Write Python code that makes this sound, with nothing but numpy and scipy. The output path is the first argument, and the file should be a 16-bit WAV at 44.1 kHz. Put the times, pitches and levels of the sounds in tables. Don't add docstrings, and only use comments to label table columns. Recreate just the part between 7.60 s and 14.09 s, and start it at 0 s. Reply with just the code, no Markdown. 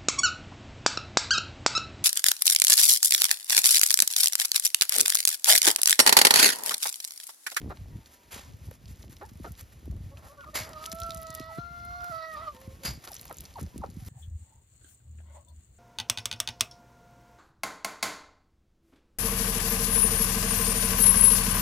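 import sys
import numpy as np
from scipy import signal
from scipy.fft import rfft, irfft, next_fast_len
from scipy.io import wavfile
from scipy.ndimage import uniform_filter1d

SR = 44100
rng = np.random.default_rng(int(sys.argv[2]) if len(sys.argv) > 2 else 0)


def output_pcm(signal):
    pcm = np.clip(np.atleast_2d(signal).T, -1, 1) * 32767
    wavfile.write(sys.argv[1], SR, np.round(pcm).astype(np.int16))


N = 286048
FFT_SIZE = next_fast_len(N)

# t/s, level/dB
WIND_LEVEL = [(0.0, -42.5), (.09, -34), (.16, -51.5), (0.36, -41), (.44, -59), (0.62, -65), (.7, -51),
              (.8, -49.5), (.9, -43), (1.0, -50), (1.4, -47), (1.9, -47), (1.98, -52.5), (2.1, -51.5),
              (2.22, -54.5), (2.33, -40.5), (2.49, -50), (2.62, -52.5), (3.2, -52.5), (3.55, -49),
              (4.1, -51.5), (4.7, -54.5), (5.2, -51.5), (5.3, -40.5), (5.38, -52.5), (5.94, -52),
              (6.05, -43), (6.11, -58), (6.2, -37), (6.34, -52), (6.49, -36.5)]
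# t/s, peak/dB, nominal f/Hz, sharp edge/dB re the swing
WIND_BUFFETS = [(0.034, -40, 62.7, -3), (0.082, -31, 72, -20), (.04, -39, 240, -11),
                (0.071, -39.5, 300, -20), (0.184, -35, 59, -28), (0.209, -35.5, 101, -36),
                (0.257, -48, 300, 3), (0.354, -41.5, 207, -25), (0.76, -38.5, 215, -3),
                (0.791, -42, 245, 6), (0.827, -46, 76, -17), (0.902, -50, 70, -15), (0.341, -47, 106, -23),
                (0.938, -39.5, 101, -33), (1.011, -36.5, 77, -24), (1.084, -36, 84, -11),
                (1.189, -44, 71, -18), (1.238, -43, 125, -15), (1.305, -37.5, 95, -7),
                (1.388, -40, 70, -10), (1.454, -41, 62.5, -19), (1.493, -37.5, 115, -6),
                (1.713, -37.5, 106, -3), (1.751, -36.5, 81, -6), (1.799, -38.5, 264, -27),
                (1.801, -33, 89.3, 4.5), (1.903, -32, 76, -8), (2.021, -37.5, 94, -16),
                (2.159, -41, 73.4, -22), (2.228, -47, 260, -24), (2.294, -25, 70.3, -7),
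                (2.277, -34.5, 273, -29), (2.351, -36, 94, -14), (2.4, -32.5, 80, -8),
                (2.434, -35, 83.5, -36), (2.459, -33.5, 98, -19), (3.005, -34.5, 109, -7),
                (3.132, -46.5, 106, -7), (3.332, -35, 205, -25), (3.413, -35.5, 61.4, -5),
                (3.488, -37.5, 126.6, -1), (3.553, -34.5, 78.5, -2), (3.695, -37.5, 139.4, -7),
                (3.801, -31.5, 128.2, 7), (3.982, -25.5, 148, -3.5), (4.102, -40, 68, 3),
                (4.495, -38.5, 143.7, -9), (4.942, -47, 96.5, 8), (5.073, -33, 108.8, -4.5),
                (5.248, -35, 173.4, -24), (5.277, -29.5, 72, -4.5), (5.349, -41, 94, -3),
                (5.372, -37.5, 130, -5), (5.575, -47, 90, -10), (5.614, -46, 110, -6),
                (6.012, -34, 231, -20), (6.026, -33.5, 241, -27), (6.018, -32.5, 134, -18.5),
                (6.04, -29, 75, -2.5), (6.071, -45, 200, -1), (6.142, -40.5, 200, -20),
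                (6.159, -31.5, 251, -36), (6.183, -37, 142, -1), (6.199, -34, 87.5, 8),
                (6.285, -36.5, 91, 11), (6.366, -28.5, 85, 1), (6.421, -33.5, 111, -34)]
# t/s, level/dB
RUSTLE_LEVEL = [(0.0, -61), (1.0, -61.5), (1.4, -63.5), (1.9, -61), (2.7, -63.5), (3.15, -57), (3.45, -55),
                (4.0, -64), (4.3, -61.5), (5.0, -58.5), (5.35, -57), (5.9, -58), (6.35, -63.5), (6.49, -73)]
# f/Hz, gain/dB
SNOW_EQ = [(120, 1), (300, 4.5), (600, 2), (1000, -3), (2000, -2.5), (4000, -6), (7000, -6.5),
           (11000, -8.5), (14000, -11), (15000, -13)]
# t/s, length/s, level/dB
CLAW_SCRAPES = [(0.089, 0.015, -57.5), (0.457, 0.024, -53), (0.494, 0.084, -58.5), (1.008, 0.1, -60.5),
                (1.114, 0.061, -60), (1.263, 0.083, -56.5), (1.345, 0.14, -62.5), (1.493, 0.064, -54.5),
                (1.683, 0.026, -59), (1.787, 0.14, -58.5), (1.965, 0.066, -51.5), (2.116, 0.034, -57.5),
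                (2.187, 0.015, -61), (2.307, 0.012, -55), (2.57, 0.032, -59), (2.61, 0.14, -57.5),
                (3.202, 0.084, -48), (3.316, 0.021, -41), (3.88, 0.14, -56.5), (4.39, 0.23, -58),
                (4.716, 0.038, -53), (5.438, 0.026, -47), (5.475, 0.028, -48), (5.501, 0.081, -52),
                (5.986, 0.04, -50), (6.337, 0.36, -53.5)]
# f/Hz, gain/dB
CLAW_EQ = [(300, -12), (1500, 7.5), (3000, 2.5), (7000, 5), (11000, 5.5), (14000, 2), (15500, -30)]
# t/s, level/dB, centre f/Hz
BEAK_PECKS = [(0.0164, -43.5, 2000), (0.1716, -42.5, 2800), (1.111, -38.5, 12100), (1.113, -41, 506),
              (1.412, -50, 590), (1.44, -46.5, 567), (1.5364, -49, 6370), (2.2082, -52, 4300),
              (2.2565, -45, 11500), (2.3652, -50, 10500), (2.5716, -43.5, 2920), (2.808, -45, 2870),
              (2.8444, -45, 4330), (3.133, -34, 4600), (3.1941, -47, 11600), (3.24, -33.5, 3880),
              (4.4066, -43, 3530), (4.4433, -32.5, 10590), (4.716, -45, 5230), (4.948, -44, 11000),
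              (4.9658, -41, 4260), (5.015, -38.5, 11400), (5.338, -37.5, 11100), (5.4408, -35.5, 5150),
              (5.475, -30.5, 4450), (5.6542, -34.5, 10890), (6.064, -45, 5320)]
# t/s, length/s, start f/Hz, end f/Hz, level/dB, octave/dB re level
CLUCK_GLIDES = [(0.305, .06, 960, 950, -69.5, -4), (0.39, 0.056, 895, 890, -71, -6),
                (0.479, 0.24, 996, 942, -71.5, -14), (0.816, 0.1, 1004, 1000, -66, -10),
                (0.104, 0.027, 255, 410, -50.5, 6.5), (1.603, 0.042, 267, 463, -50, -8),
                (1.844, 0.032, 220, 495, -48.5, -12), (4.108, 0.083, 1150, 1093, -66, -36),
                (4.29, 0.18, 1120, 1160, -58, -44), (1.625, 0.031, 760, 927, -45.5, -12),
                (1.854, 0.033, 786, 635, -49, -1), (2.509, 0.044, 540, 574, -54.5, -8.5),
                (2.512, 0.026, 840, 850, -61, -12), (2.626, 0.031, 657, 590, -60, -7),
                (2.685, 0.062, 537, 614, -58.5, 0), (2.769, 0.047, 585, 553, -56, 1.5),
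                (2.863, 0.041, 608, 614, -53.5, 7.5), (2.783, 0.072, 1506, 1355, -49.5, -26),
                (2.83, 0.02, 1430, 880, -50, -14), (3.886, 0.049, 980, 755, -52, -30),
                (4.94, 0.062, 912, 909, -60, -9), (5.5, 0.035, 975, 510, -50.5, -18),
                (5.69, 0.02, 1210, 940, -55, -4), (5.697, 0.032, 923, 405.6, -42, -14),
                (5.953, 0.036, 1068, 631, -41, -29), (6.125, 0.04, 1027, 935, -64.5, -23),
                (6.211, 0.017, 1327, 930, -53, -37), (6.22, 0.026, 970, 730, -38, -36),
                (6.235, 0.013, 790, 350, -40, -1.5), (5.981, 0.018, 647, 397, -50, 3),
                (6.397, 0.063, 800, 680, -66, -20)]
# t/s, length/s, pulse rate/Hz, relative level/dB
THROAT_CATCHES = [(0.1, 0.032, 295, -42.5), (1.61, 0.026, 296, -45.5), (1.842, 0.021, 319.4, -43),
                  (2.563, 0.062, 288, -62), (2.624, 0.082, 298, -56.5), (2.721, 0.045, 282, -60.5),
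                  (2.855, 0.015, 312, -62), (3.062, 0.07, 315, -51), (5.468, 0.025, 403, -49.5),
                  (5.708, 0.01, 312, -39.5), (5.985, 0.011, 314, -45.5), (6.238, 0.0055, 326, -46.5)]
# f/Hz, width/Hz, gain/dB
THROAT_FORMANTS = [(575, 314, 13), (1440, 540, 13.5), (1810, 820, 6.5), (2680, 610, -5), (3900, 400, -8.5)]
# t/s, level/dB, centre f/Hz
LOUD_GRAINS = [(0.4595, -40.5, 4500), (1.257, -41.5, 4340), (1.4289, -40, 3320), (1.5, -49, 4060),
               (1.5673, -38.5, 4120), (1.92, -31.5, 12000), (1.9946, -33, 11760), (2.0102, -31, 12060),
               (3.006, -37, 11770), (3.012, -34, 11000), (3.031, -38, 10500), (3.0924, -32, 9500),
               (3.2573, -28.5, 2900), (3.2614, -21, 6700), (3.2979, -35, 12460), (3.3172, -24, 5900),
               (3.3196, -37, 5200), (3.2257, -45, 5160), (3.349, -36, 11500), (3.3863, -38, 5280),
               (3.4646, -37, 11040), (3.468, -42, 4330), (3.591, -41, 11500), (3.6168, -31, 11400),
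               (3.742, -33, 11800), (3.775, -40, 9530), (3.3537, -32, 11400), (3.4014, -24, 10600),
               (3.418, -28.5, 3560), (3.4338, -30.5, 5550), (3.495, -34.5, 5900), (3.5064, -25, 4400),
               (3.519, -35, 3940), (3.5466, -24, 9400), (3.5722, -32, 9300), (3.5627, -40, 3990),
               (3.5778, -34, 7000), (3.6235, -39, 4430), (3.7128, -43, 4900), (3.7285, -42, 4530),
               (3.7843, -43, 3870), (3.8134, -39, 4280), (3.8264, -44, 3950), (3.6302, -31, 10900),
               (3.669, -31, 6530), (3.704, -27, 7500), (3.7498, -20.5, 11780), (3.7977, -31, 4850),
               (4.2507, -38.5, 11150), (5.5183, -27.5, 11050), (5.5325, -29, 5130), (5.5521, -30, 7600),
               (5.543, -28, 10550), (5.566, -30, 6100), (5.68, -39, 6040), (5.696, -40, 10920),
               (5.5952, -35, 4670), (5.613, -26, 11700), (5.727, -31.5, 12090), (5.7698, -30.5, 11000),
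               (5.7848, -30, 7100), (5.8066, -29, 11500), (5.8535, -32, 5170), (5.821, -52, 11700),
               (5.845, -53, 6500), (5.9396, -40, 4620), (5.9586, -46, 4190), (6.0122, -32, 10100),
               (6.0298, -34, 10100), (6.1791, -29, 8050), (6.301, -40, 6600), (6.4646, -37, 11300)]
# t/s, attack/s, t60/s, level/dB, ring/dB re level, hold/s, low modes/dB re ring
FEED_THROWS = [(0.706, 0.018, 1.24, -42.5, -35, 0.064, 6), (2.941, 0.022, 0.29, -29.5, -8, 0.096, 2.5),
               (5.232, 0.0043, 0.33, -41.5, -9, 0.039, -5), (5.248, 0.0074, 0.27, -32.5, -4, 0.039, -10)]
# f/Hz, width/Hz, gain/dB
SCOOP_MODES = [(1660, 50, -10), (2060, 90, -9), (2220, 70, -7), (4250, 50, -9), (4510, 50, -9),
               (4780, 55, 0), (4920, 40, -10), (5090, 50, -11), (6820, 250, -9), (11600, 400, -10)]
# f/Hz, gain/dB
FEED_EQ = [(200, -6.5), (600, 1), (2000, 0.5), (3200, -1), (5000, -2.5), (8000, -1), (12000, -2),
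           (14500, -11), (16000, -26)]
# start t/s, end t/s, grain count, top level/dB
GRAIN_SHOWERS = [(0.75, 0.991, 22, -46), (1.25, 2.048, 69, -44.5), (3.153, 3.862, 190, -45.5),
                 (4.35, 5.109, 25, -45), (5.424, 5.873, 67, -39.5), (5.873, 6.479, 39, -44)]
# t/s, f/Hz, fundamental level/dB, octave level/dB
CALL_REGISTERS = [
    [(2.93, 608, -50, -49.5), (3.09, 651, -55.5, -62.5), (3.19, 613, -50.5, -45.5), (3.27, 651, -61, -49.5),
     (3.32, 656.3, -45.5, -53.5), (3.445, 675.5, -45, -38.5), (3.57, 652.6, -45, -48.5),
     (3.79, 642, -50.5, -46.5), (3.975, 656.6, -47, -49)],
    [(3.985, 691.4, -44.5, -40), (4.03, 691, -58.5, -46.5), (4.13, 696.8, -54.5, -46.5),
     (4.23, 696, -54.5, -45), (4.35, 706.8, -46.5, -43), (4.51, 699.4, -46, -44.5)],
    [(4.525, 652.4, -42.5, -42), (4.70, 641.2, -45.5, -44), (4.745, 624.3, -55, -43.5),
     (4.775, 587, -50.5, -40.5), (4.825, 658, -50, -41), (4.86, 652, -52, -43), (4.882, 607, -43.5, -30),
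     (4.925, 568.5, -66, -65)],
    [(4.95, 498, -58.5, -62), (5.02, 531.6, -57.5, -66), (5.13, 528.6, -56, -68), (5.18, 563, -93, -81),
     (5.25, 532, -39, -64)],
]
# t/s, third partial/dB, half-pitch lines/dB (both re the octave), roughness
SYRINX_STATES = [(2.93, -2, -28, 0.45), (3.15, -44, -15, 0.44), (3.3, -36, -45, 0.069),
                 (3.53, -16.5, -31, 0.18), (3.66, -7.5, -19, 0.2), (3.981, -33, -29, 0.21),
                 (4.05, -22, -36, 0.11), (4.401, -24, -42, 0.26), (4.51, -14, -25.5, 0.23),
                 (4.621, 0.5, -17.5, 0.21), (4.67, -4, -53, 0.078), (4.752, -23, -18, 0.42),
                 (4.81, -19, -30, 0.45), (4.869, -42, -41, 0.12), (4.94, -16, -32, 0.23)]
# t/s, centre f/Hz, level/dB re the octave
WINDPIPE_FORMANT = [(3.5, 4200, -34), (3.7, 4050, -24), (4.48, 4300, -28), (4.54, 4450, -21),
                    (4.67, 4450, -21), (4.72, 4300, -32), (4.79, 3700, -34), (4.83, 3450, -27),
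                    (4.88, 3400, -40)]
# t/s, right over left/dB
HEAD_PAN = [(3.2, 0), (3.9, 6), (4.05, -6), (4.4, 3.5), (4.57, 13), (4.78, 3), (4.9, -1)]
# f/Hz, gain/dB
WIDTH_EQ = [(60, -23), (150, -12), (400, -12), (1000, -5.5), (1500, -3), (1900, -4), (4500, -42),
            (6000, -20.5), (12000, -11.5), (14000, -17)]
# f/Hz, left minus right phase/rad
STEREO_PHASE = [(0, 0), (1120, -0.6), (1550, -2.5), (1810, -6.0), (5080, -6.3), (5770, -7.2), (6980, -7.6),
                (8100, -9.3), (8870, -9.7), (11200, -12.3), (12300, -12.7), (13000, -13.2), (14600, -15.4),
                (16100, -15.8)]


def undb(db):
    return 10 ** (np.asarray(db) / 20)


def unit(x):
    return x / np.sqrt(np.mean(x ** 2))


def curves(table):
    times, *columns = np.transpose(table)
    return [np.interp(np.arange(N) / SR, times, column) for column in columns]


def eq_gain(table):
    hz, db = np.transpose(table)
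    bins_hz = np.arange(FFT_SIZE // 2 + 1) * SR / FFT_SIZE
    return undb(np.interp(np.log(bins_hz + 1), np.log(hz + 1), db))


def colour(x, table):
    return unit(irfft(rfft(x, FFT_SIZE) * eq_gain(table), FFT_SIZE)[:N])


def band(x, hz, width_hz):
    return signal.lfilter(*signal.iirpeak(min(hz, .45 * SR), hz / width_hz, SR), x)


def wander(rate_hz):
    hold = int(SR / rate_hz)
    return 1.3 * uniform_filter1d(np.repeat(rng.standard_normal(N // hold + 1), hold), hold)[:N]


def crackle(per_s, spread_db):
    size_db = spread_db * rng.exponential(size=N).clip(0, 3)
    return (rng.random(N) < per_s / SR) * rng.standard_normal(N) * undb(size_db)


def add(out, start_s, sound):
    i = max(int(start_s * SR), 0)
    out[i:i + len(sound)] += sound[:N - i]


def wind_bed(lull_db=4, thump_db=-13.5, thump_wander_db=4):
    level = undb(curves(WIND_LEVEL)[0] + lull_db * wander(22).clip(-3, .7))
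    thump_gain = undb(thump_db + thump_wander_db * wander(12))
    rocking = band(band(rng.standard_normal(N), 62, 50), 68, 90) * undb(2.5 * wander(18))
    eddies = unit(crackle(110, .8)) + .4 * rng.standard_normal(N)
    thumps = band(band(band(eddies, 127, 160), 225, 266), 190, 480)
    return level * (unit(rocking) + thump_gain * 3 * np.tanh(unit(thumps) / 3))


def wind_buffets(scatter_s):
    out = np.zeros(N)
    delays = scatter_s * rng.standard_normal(len(WIND_BUFFETS))
    for (start, peak_db, hz, edge_db), delay in zip(WIND_BUFFETS, delays):
        periods = np.arange(int(4 * SR / hz)) * hz / SR
        swing = np.sin(2 * np.pi * (1.271 * periods - .1 * periods ** 2)) * np.exp(-periods / 1.82)
        edge = np.sin(2 * np.pi * (3.104 * periods - .5 * periods ** 2)) * np.exp(-periods / 1.1)
        thud = (swing + undb(edge_db) * edge) * np.minimum(periods / .42, 1) ** 2
        add(out, start + delay, undb(peak_db) * thud / abs(thud).max())
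    return out


def snow_rustle():
    hiss = rng.standard_normal(N) * undb(1.5 * wander(40)) + 1.5 * crackle(600, 4.5)
    return colour(hiss, SNOW_EQ) * undb(curves(RUSTLE_LEVEL)[0])


def claw_scrapes():
    envelope = np.zeros(N)
    for start, length, db in CLAW_SCRAPES:
        add(envelope, start, undb(db) * np.sin(np.linspace(0, np.pi, int(length * SR))) ** 1.36)
    grit = rng.standard_normal(N) * undb(4 * wander(110).clip(-3, 1.5)) + 3 * crackle(1500, 3.5)
    return colour(grit, CLAW_EQ) * envelope


def crust_ticks(hits, body_db, snap_db=-7):
    out, t = np.zeros(N), np.arange(900) / SR
    for (start, db, hz), noise in zip(hits, rng.standard_normal((len(hits), 3, len(t)))):
        crumbs = .26 * (1 + 4 * (abs(noise[2]) > 2.4)) * np.exp(-t / .004)
        width_hz = hz * (.42 + .12 * noise[1, -1]).clip(.15, .7)
        crack = band(noise[0] * (np.exp(-t / .0006) + crumbs), hz, width_hz)
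        snap = np.diff(noise[2] * np.exp(-t / .00025), prepend=0)
        body = band(noise[1] * np.exp(-t / .0041), 650, 1300)
        layers = (0, crack), (snap_db, snap), (body_db, body)
        add(out, start, undb(db) * sum(undb(trim) * x / abs(x).max() for trim, x in layers))
    return out


def clucks():
    out = np.zeros(N)
    for start, length, from_hz, to_hz, db, octave_db in CLUCK_GLIDES:
        progress = np.linspace(0, 1, int(length * SR))
        phase = 2 * np.pi * np.cumsum(from_hz + (to_hz - from_hz) * progress) / SR
        tone = np.sin(phase) + undb(octave_db) * np.sin(2 * phase)
        add(out, start, np.sqrt(2) * undb(db) * np.sin(np.pi * progress) ** .5 * tone)
    return out * (1 + .25 * wander(300))


def throat_catches(makeup_db=25.5):
    pulses = np.zeros(N)
    for start, length, rate_hz, db in THROAT_CATCHES:
        jitter, shimmer_db = rng.standard_normal((2, 20))
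        times = (np.cumsum(1 + .237 * jitter.clip(-2, 2)) - 1) / rate_hz
        inside = (times >= 0) & (times < length)
        swell = np.sin(np.pi * (.22 + .76 * times[inside] / length))
        samples = ((start + times[inside]) * SR).astype(int)
        pulses[samples] += swell * undb(db + makeup_db + shimmer_db[inside])
    return sum((-1) ** k * undb(db) * band(pulses, hz, width)
               for k, (hz, width, db) in enumerate(THROAT_FORMANTS))


def feed_throws(treble_t60_s=.35, grip_below_hz=4500):
    rush = unit(rng.standard_normal(N) + 1.1 * crackle(1500, 3.5)) * undb(1.5 * wander(200))
    pour_env, treble_env, high_env, low_env = np.zeros((4, N))
    t = np.arange(SR // 2) / SR
    for start, attack, t60, db, ring_db, hold, low_db in FEED_THROWS:
        shape = np.minimum(t / attack, 1) ** .76 * undb(db - 60 * np.maximum(t - attack, 0) / t60)
        flow = shape * undb(-60 * np.maximum(t - attack - hold, 0) / .5)
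        dulling = undb(-60 * np.maximum(t - 2 * attack, 0) / treble_t60_s).clip(.45)
        add(pour_env, start, flow)
        add(treble_env, start, flow * dulling)
        add(high_env, start, shape * undb(ring_db))
        add(low_env, start, shape * undb(ring_db + low_db))
    modes = np.array([undb(db) * band(rush, hz, width) / np.sqrt(width) for hz, width, db in SCOOP_MODES])
    modes /= np.sqrt(np.mean(modes.sum(axis=0) ** 2))
    is_low = np.array(SCOOP_MODES)[:, 0] < grip_below_hz
    ring = high_env * modes[~is_low].sum(axis=0) + low_env * modes[is_low].sum(axis=0)
    pour = colour(rush, FEED_EQ)
    treble = band(pour, 11500, 7000)
    jostle = undb(2.5 * wander(60))
    return pour_env * (pour - treble) + treble_env * treble + jostle * ring


def grain_patter():
    hits = []
    for start, end, count, db in GRAIN_SHOWERS:
        when, softness, pitch = rng.random((int(count), 3)).T
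        hits += zip(start + (end - start) * when, db - 12 * softness, 3000 * 4.5 ** pitch)
    return crust_ticks(hits, body_db=-43)


def syrinx_curves(slide_s=.03):
    times, *columns = np.transpose(SYRINX_STATES)
    state = (np.searchsorted(times, np.arange(N) / SR) - 1).clip(0)
    return [uniform_filter1d(column[state], int(slide_s * SR)) for column in columns]


def long_call(flutter_db=1.3, upper_floor_db=-37, upper_half_db=20, half_width_hz=550):
    t, contour = np.arange(N) / SR, np.vstack(CALL_REGISTERS)
    hz, fundamental_db, octave_db = curves(contour)
    third_db, half_db, rough = syrinx_curves()
    rough = rough.clip(0, 1)
    pipe_hz, pipe_db = curves(WINDPIPE_FORMANT)
    phase = 2 * np.pi * np.cumsum(hz * (1 + .001 * wander(30) + .02 * rough * wander(250))) / SR
    tone = np.zeros(N)
    for k, db in enumerate((fundamental_db, octave_db, octave_db + third_db), 1):
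        shake_db = 3.5 * k * rough * wander(70) + (k > 1) * flutter_db * wander(130)
        tone += undb(db + shake_db) * np.sin(k * phase)
    for k in np.arange(7, 19) / 2:
        lift = undb(upper_floor_db) + undb(pipe_db) / (1 + ((k * hz - pipe_hz) / half_width_hz) ** 2)
        db = octave_db + (half_db + upper_half_db if k % 1 else 0) + 2 * wander(20)
        tone += lift * undb(db) * (1 + .8 * wander(400)) * np.sin(k * phase)
    half_lines = np.sin(1.5 * phase) + .77 * np.sin(2.5 * phase)
    tone += undb(octave_db + half_db + wander(41.05)) * half_lines
    air_rasp = unit(band(rng.standard_normal(N), 1180, 300))
    tone += undb(octave_db - 5.5) * rough * air_rasp
    fade = np.clip(np.minimum(t - contour[0, 0], contour[-1, 0] - t) / .011, 0, 1)
    return np.sqrt(2) * tone * fade * undb(2 * rough * wander(120))


def coop_echo(voices, level_db=-10, t60_s=.12):
    t = np.arange(SR // 5) / SR
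    tail = rng.standard_normal((2, len(t))) * undb(-60 * t / t60_s) * (t > .004)
    return undb(level_db) * signal.fftconvolve(tail / np.linalg.norm(tail[0]), voices[None])[:, :N]


def ground_and_wind(scatter_s=0):
    feed = feed_throws() + crust_ticks(LOUD_GRAINS, body_db=-55)
    foraging = crust_ticks(BEAK_PECKS, body_db=-5) + snow_rustle() + claw_scrapes()
    return feed + foraging + wind_bed() + wind_buffets(scatter_s)


def scene(call_right_db=2, cluck_right_db=.5):
    side = np.array([[-.5], [.5]])
    call, cluck = long_call(), clucks() + throat_catches()
    head_turn = band(call, 1420, 450) * (undb(curves(HEAD_PAN)[0] * side) - 1)
    voices = (call + head_turn) * undb(call_right_db * side) + cluck * undb(cluck_right_db * side)
    mix = rfft(voices + coop_echo(call + cluck) + ground_and_wind() + grain_patter(), FFT_SIZE)
    width = ground_and_wind(scatter_s=.0063)
    mix += 2j * side * eq_gain(WIDTH_EQ) * rfft(width, FFT_SIZE)
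    bins_hz = np.arange(FFT_SIZE // 2 + 1) * SR / FFT_SIZE
    phase_offset = np.interp(bins_hz, *np.transpose(STEREO_PHASE))
    return irfft(mix * np.exp(-1j * phase_offset * side), FFT_SIZE)[:, :N]


def record(dry):
    dry = signal.sosfilt(signal.butter(2, 40, "high", fs=SR, output="sos"), dry)
    return signal.sosfilt(signal.ellip(8, .2, 70, 16300, fs=SR, output="sos"), dry)


dry = scene()
out = record(dry)
output_pcm(out)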